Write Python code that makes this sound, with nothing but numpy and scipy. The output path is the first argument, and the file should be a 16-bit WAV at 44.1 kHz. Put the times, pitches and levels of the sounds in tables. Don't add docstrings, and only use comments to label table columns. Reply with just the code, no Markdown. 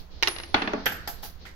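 import sys
import numpy as np
from scipy import signal
from scipy.fft import rfft, irfft
from scipy.io import wavfile
from scipy.ndimage import uniform_filter1d

SR = 44100
rng = np.random.default_rng(int(sys.argv[2]) if len(sys.argv) > 2 else 0)


def master_out(mix):
    frames = np.transpose(np.atleast_2d(mix))
    ceiling = np.clip(frames, -1, 1)
    pcm = np.round(ceiling * 32767).astype(np.int16)
    wavfile.write(sys.argv[1], SR, pcm)


N = 68355
RING_S, SLIDE_T60_S = .8, 0.24
RUMBLE_DB, FIZZ_DB, FIZZ_T60_S = -24, -52.5, 0.31
HIGH_CUT_HZ = 15900

# t/s, wood level/dB, tilt/(dB per octave), snap/dB, coin ring/dB, pan/dB
SLAT_HITS = [(.2260, -4.5, -2.5, -2, -7, 1), (0.2317, -2, 1, -5, -31, -3.5),
             (0.2733, -3, 0.35, -4, -11, -2.5), (0.2827, -9, -5, -1.5, 3, 1.5),
             (0.363, -19.5, -4.5, -40, -23, 2.5), (.385, -19.5, .7, -29, -24, -1),
             (0.3998, -20, -3.5, -28, -14, 2.5), (.435, -20.5, -2.3, -34, -35, -2)]
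# t/s, wall level/dB, high cut/Hz, boom/dB, rim click/dB, pan/dB
BOX_HITS = [(.5430, -4, 8100, -4, -13, -1.5), (0.5443, -3.5, 5900, -4, -3.5, -0.5),
            (0.6191, -13, 4960, -6.5, -18, -0.5), (0.6212, -17, 6000, -11, -17, -6.5),
            (0.6747, -12, 4500, -2.5, -37, -1), (0.7339, -9, 1210, 3, -11, -1)]
# t/s, clack/dB, thud/dB, chink/dB, pan/dB
LANDINGS = [(.857, -9.5, -14, 0, -5.5), (.8628, -0.5, 3, -13, -1), (.921, -23, -14, -11.5, -1.5),
            (1.0745, -17.5, 1.5, -4, -2.5), (1.099, -48, -12, -17, -5), (1.231, -27.5, -6.5, -24, 1),
            (1.249, -33.5, -12.5, -23, 4), (1.4525, -26.5, -23, -35, -2)]
# t/s, swell/s, jingle/dB, board scrape/dB, pan/dB
SLIDES = [(0.855, 0.0017, -20, -19, 4), (1.075, .012, -5, -36, -3), (1.222, 0.022, -1, -37, -3),
          (1.446, 0.022, -27, -1, -4.5)]

# f/Hz, level/dB, t60/s
SLAT_MODES = [(339.8, -34.5, 0.46), (362.4, -44, 0.34), (411, -45, .1), (789, -30.5, 0.1), (887, -36, 0.24),
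              (1463, -27.5, 0.059), (1844, -25.5, 0.1), (2058, -20.5, 0.042), (2130, -45, 0.028),
              (2863, -17.5, .05), (3797, -25, 0.063), (4130, -12.5, 0.014), (4900, -24, 0.031),
              (5220, -26.5, 0.053)]
WALL_MODES = [(420, -27, 0.27), (1182, -30, 0.21), (1464, -25.5, 0.16), (1990, -29, 0.053),
              (2290, -26, 0.057), (2602, -13, 0.029), (3400, -16.5, 0.046), (3574, -19.5, 0.035),
              (4270, -20, 0.03)]
BOOM_MODES = [(196.6, -36.5, 0.42), (236.6, -32, 0.25), (278.7, -32, 0.32), (344.5, -33.5, 0.079),
              (416.4, -36, 0.23), (447.5, -41.5, 0.43), (592, -28.5, 0.11), (652.4, -40, 0.4),
              (852, -32, 0.16), (1133, -35, 0.16)]
CLACK_MODES = [(1320, -31.5, 0.4), (1565, -30, 0.21), (1776, -18, 0.053), (1955, -19.5, 0.041),
               (2300, -39, 0.025), (3238, -23.5, 0.06)]
THUD_MODES = [(694, -40, 0.2), (779, -24.5, 0.039), (807, -29, 0.066), (843, -31, 0.087)]
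COIN_MODES = [(10410, -44, .45), (10479, -40.5, .42), (10855, -47, .55)]
PILE_MODES = [(7607, -45, .15), (10730, -52, .17), (12817, -31, .2), (12930, -37, .17), (13090, -38, .17),
              (13480, -45, .14), (14130, -46, .12)]

# f/Hz, level/dB
SLAT_EQ = [(100, -16), (250, -2), (370, 11), (550, 6.5), (850, 10.5), (1050, 14), (1400, 11.5),
           (2000, 17.5), (4200, 13), (6000, 4), (7800, -15.5), (13000, -30), (16000, -13)]
SNAP_EQ = [(3000, -25), (6000, 5.5), (8500, -42), (11000, -11), (13000, -8.5), (16000, -23)]
WALL_EQ = [(90, 18), (170, 4), (260, 23), (420, 22), (520, 17.5), (800, 26), (1020, 20), (1220, 21),
           (1470, 21.5), (1720, 22.5), (2000, 20), (2600, 19), (3000, 16), (3450, 15), (4200, 10),
           (5600, -3), (8000, -21.5), (13000, -26.5), (16000, -23)]
RIM_EQ = [(1500, 15), (3500, -11), (6000, -4.5), (8000, -33), (10500, -36), (13000, -15), (16000, -34)]
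CLACK_EQ = [(100, 12), (400, 12), (1000, 6.5), (1600, 21), (2100, 14), (2600, 11.5), (3200, 15),
            (4000, 0.5), (6000, -3.5), (9000, -22), (16000, -25)]
THUD_EQ = [(100, -1.5), (500, -18), (800, -19), (1100, 1.5), (2000, -22), (5000, -3), (12000, -50)]
CHINK_EQ = [(1000, 2), (2500, -15), (5000, 1.5), (7700, -7.5), (9000, -13.5), (12000, -6), (12900, 8),
            (14000, -4), (14800, -37), (16000, -23)]
JINGLE_EQ = [(1000, -5), (2500, -10.5), (4500, -0.5), (6500, -6.5), (8500, -21), (10500, -5), (12000, -2.5),
             (13000, -5), (15500, -1.5), (16500, -26)]
SCRAPE_EQ = [(300, -9.5), (800, -10), (1400, -7.5), (1800, 1.5), (2150, 3), (2600, -11.5), (4500, -11),
             (7000, -20.5), (16000, -32)]
RUMBLE_EQ = [(20, 4), (30, 3.5), (50, -2), (74, 3), (105, -13), (140, -18.5), (172, -5), (220, -24.5),
             (500, -23), (1000, -24), (2500, -33), (4500, -38.5), (6500, -41.5), (8500, -60.5),
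             (15500, -46.5)]
HISS_EQ = [(500, 6), (1300, -8.5), (2300, -8), (4400, 3), (6200, -9.5), (7500, -43), (16000, -61)]
# t/s, level/dB
HISS_RIDE = [(0, -42.5), (.09, -66), (.12, -47.5), (.22, -45.5), (.52, -44), (.8, -41), (1.05, -47),
             (1.2, -47), (1.38, -58), (1.42, -44), (1.55, -59.5)]

# f/Hz, t60/s
TAIL_DECAY = [(100, 0.53), (250, 0.35), (600, 0.3), (1500, 0.38), (4000, 0.15), (8000, 0.33), (15000, 0.17)]
# f/Hz, left-right correlation
CORRELATION = [(30, 0.26), (70, 1), (250, 0.96), (450, 0.63), (700, 0.18), (2000, -0.037), (16000, 0.0083)]
# f/Hz, pan/dB
SLAT_PAN = [(200, -4), (380, 1), (700, 3), (1300, -1), (2400, 0.5), (4400, -4), (7000, -17.5), (10500, 2),
            (15000, 14)]
BOX_PAN = [(130, 0.5), (290, 0), (640, 0.5), (1400, -1), (3100, 2.5), (6000, -17.5), (11000, 1)]
RUMBLE_PAN = [(25, -11), (70, -3.5), (150, 3.5), (1000, 0.5), (8000, -9.5)]


def slat_bounces():
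    out = np.zeros((2, N))
    for s, db, tilt_db, snap_db, ring_db, pan_db in SLAT_HITS:
        attack = amp(-4.5) * burst(t60=0.0046, rise_s=.0001)
        body = amp(-3.5) * burst(t60=0.037, rise_s=.0005)
        tail = amp(-9) * reverb(rise_s=0.0043, stretch=1.51)
        wood = eq(attack + body + tail, SLAT_EQ, tilt_db) + ring(SLAT_MODES, rise_s=0.00019)
        add(out, s, amp(db) * wood, pan_db)
        snap = eq(burst(t60=0.013, rise_s=.0001), SNAP_EQ)
        add(out, s, amp(snap_db) * snap + amp(ring_db) * coin_ring())
    return pan_bands(out, SLAT_PAN)


def coin_ring():
    tone = ring(COIN_MODES, rise_s=.0005)
    t = one_shot_time()
    rates_hz = rng.uniform(4.6, 47.5, 6)
    tumble = sum(np.sin(2 * np.pi * (hz * t + rng.random((2, 1)))) for hz in rates_hz) / np.sqrt(6)
    return with_reflections(tone * (1 + tumble), wet_db=-2)


def box_knocks():
    out = np.zeros((2, N))
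    for s, db, cut_hz, boom_db, click_db, pan_db in BOX_HITS:
        body = amp(-1) * burst(t60=.038, rise_s=0.00046)
        tail = amp(-4) * reverb(rise_s=0.0037, stretch=1.67)
        wall = eq(body + tail, WALL_EQ) + ring(WALL_MODES, rise_s=0.00026)
        wall = eq(wall, cut_hz=cut_hz)
        click = eq(burst(t60=0.022, rise_s=0.00017), RIM_EQ)
        boom = ring(BOOM_MODES, rise_s=.002)
        add(out, s, amp(db) * wall + amp(boom_db) * boom + amp(click_db) * click, pan_db)
    shimmer = amp(-14.5) * coin_ring()
    snap = amp(-18) * eq(burst(t60=0.012, rise_s=.0001), SNAP_EQ)
    add(out, BOX_HITS[0][0], shimmer + snap)
    return pan_bands(out, BOX_PAN)


def landings():
    out = np.zeros((2, N))
    for s, clack_db, thud_db, chink_db, pan_db in LANDINGS:
        wood = burst(t60=0.057, rise_s=0.0015) + amp(-3) * reverb(rise_s=0.0033, stretch=1.69)
        clack = eq(wood, CLACK_EQ) + ring(CLACK_MODES, rise_s=0.0012)
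        metal = amp(-1) * burst(t60=0.037, rise_s=0.0013) + reverb(rise_s=0.0025, stretch=1.1)
        pile = with_reflections(ring(PILE_MODES, rise_s=0.0009), wet_db=-3)
        chink = eq(metal, CHINK_EQ) + pile
        thud = ring(THUD_MODES, rise_s=0.0015) + eq(burst(t60=0.018, rise_s=0.0015), THUD_EQ)
        add(out, s, amp(clack_db) * clack + amp(thud_db) * thud + amp(chink_db) * chink, pan_db)
    return out


def coin_slides():
    out, t = np.zeros((2, N)), one_shot_time()
    for s, swell_s, jingle_db, scrape_db, pan_db in SLIDES:
        envelope = np.minimum(t / swell_s, 1) * decay(np.maximum(t - swell_s, 0), SLIDE_T60_S)
        grain = uniform_filter1d(rng.standard_normal(len(t)), size=130)
        rub = white_noise(len(t)) * envelope * amp(1.7 * grain / grain.std())
        rub /= np.linalg.norm(rub, axis=1, keepdims=True)
        add(out, s, amp(jingle_db) * eq(rub, JINGLE_EQ) + amp(scrape_db) * eq(rub, SCRAPE_EQ), pan_db)
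    return out


def burst(t60, rise_s):
    t = one_shot_time()
    hit = white_noise(len(t)) * decay(t, t60) * fade_in(t, rise_s)
    return hit / np.linalg.norm(hit, axis=1, keepdims=True)


def ring(modes, rise_s):
    t = one_shot_time()
    out = 0
    for hz, db, t60 in modes:
        spread = np.arccos(np.clip(curve(CORRELATION, hz), -1, 1)) / 2 * rng.choice([-1, 1])
        phase = 2 * np.pi * rng.random() + np.array([[spread], [-spread]])
        out = out + amp(db) * decay(t, t60) * np.sin(2 * np.pi * hz * t + phase)
    return out * fade_in(t, rise_s)


def reverb(rise_s, stretch):
    t = one_shot_time()
    hz, spectrum = noise_spectrum(len(t))
    centres_hz, t60s = np.transpose(TAIL_DECAY)
    out = 0
    for t60, solo in zip(t60s, np.eye(len(t60s))):
        band = curve(np.column_stack([centres_hz, solo]), hz)
        envelope = decay(t, t60 * stretch) * fade_in(t, rise_s)
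        out = out + irfft(spectrum * band, len(t)) * envelope / np.linalg.norm(envelope)
    return out


def with_reflections(x, wet_db):
    wet = signal.fftconvolve(x, reverb(rise_s=0.0061, stretch=1.0), axes=1)[:, :x.shape[1]]
    wet *= np.linalg.norm(x) / np.linalg.norm(wet)
    return (x + amp(wet_db) * wet) / np.sqrt(1 + amp(wet_db) ** 2)


def background():
    t = np.arange(N) / SR
    hz, spectrum = noise_spectrum(N)
    rumble = amp(RUMBLE_DB) * irfft(spectrum * amp(curve(RUMBLE_EQ, hz)), N)
    hiss = eq(white_noise(N), HISS_EQ) * amp(np.interp(t, *np.transpose(HISS_RIDE)))
    fizz = eq(white_noise(N), JINGLE_EQ) * amp(FIZZ_DB) * decay(t, FIZZ_T60_S)
    fizz *= amp([[3], [-5]])
    return pan_bands(rumble, RUMBLE_PAN) + hiss + fizz


def noise_spectrum(size):
    hz = np.fft.rfftfreq(size, 1 / SR)
    mid, side = rfft(rng.standard_normal((2, size)))
    correlation = np.clip(curve(CORRELATION, hz), -1, 1)
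    mid *= np.sqrt((1 + correlation) / 2)
    side *= np.sqrt((1 - correlation) / 2)
    return hz, np.array([mid + side, mid - side])


def white_noise(size):
    return irfft(noise_spectrum(size)[1], size)


def eq(x, points=None, tilt_db=0, cut_hz=None):
    hz = abs(np.fft.fftfreq(4096, 1 / SR))
    db = tilt_db * np.log2((hz + 100) / 2500)
    if points:
        db = db + curve(points, hz)
    if cut_hz:
        db = db - 10 * np.log10(1 + (hz / cut_hz) ** 3)
    response = np.exp(np.conj(signal.hilbert(np.log(amp(db)))))
    taps = np.fft.ifft(response).real
    return signal.fftconvolve(x, taps[None, :len(taps) // 2], axes=1)[:, :x.shape[1]]


def pan_bands(x, points):
    db = curve(points, np.fft.rfftfreq(2 * N, 1 / SR))
    return irfft(rfft(x, 2 * N) * amp([db / 2, -db / 2]), 2 * N)[:, :N]


def add(mix, s, sound, pan_db=0):
    part = mix[:, round(s * SR):][:, :sound.shape[1]]
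    part += sound[:, :part.shape[1]] * amp([[pan_db / 2], [-pan_db / 2]])


def curve(points, hz):
    f, value = np.transpose(points)
    return np.interp(np.log(hz + 1), np.log(f + 1), value)


def one_shot_time():
    return np.arange(int(RING_S * SR)) / SR


def fade_in(t, rise_s):
    return 1 - np.exp(-t / rise_s)


def decay(t, t60):
    return np.exp(-np.log(1000) * t / t60)


def amp(db):
    return 10 ** (np.asarray(db) / 20)


def scene():
    return slat_bounces() + box_knocks() + landings() + coin_slides() + background()


def record(dry):
    taps = signal.firwin(511, HIGH_CUT_HZ, window=("kaiser", 9), fs=SR)
    return signal.oaconvolve(dry, taps[None], "same")


dry = scene()
out = record(dry)
master_out(out)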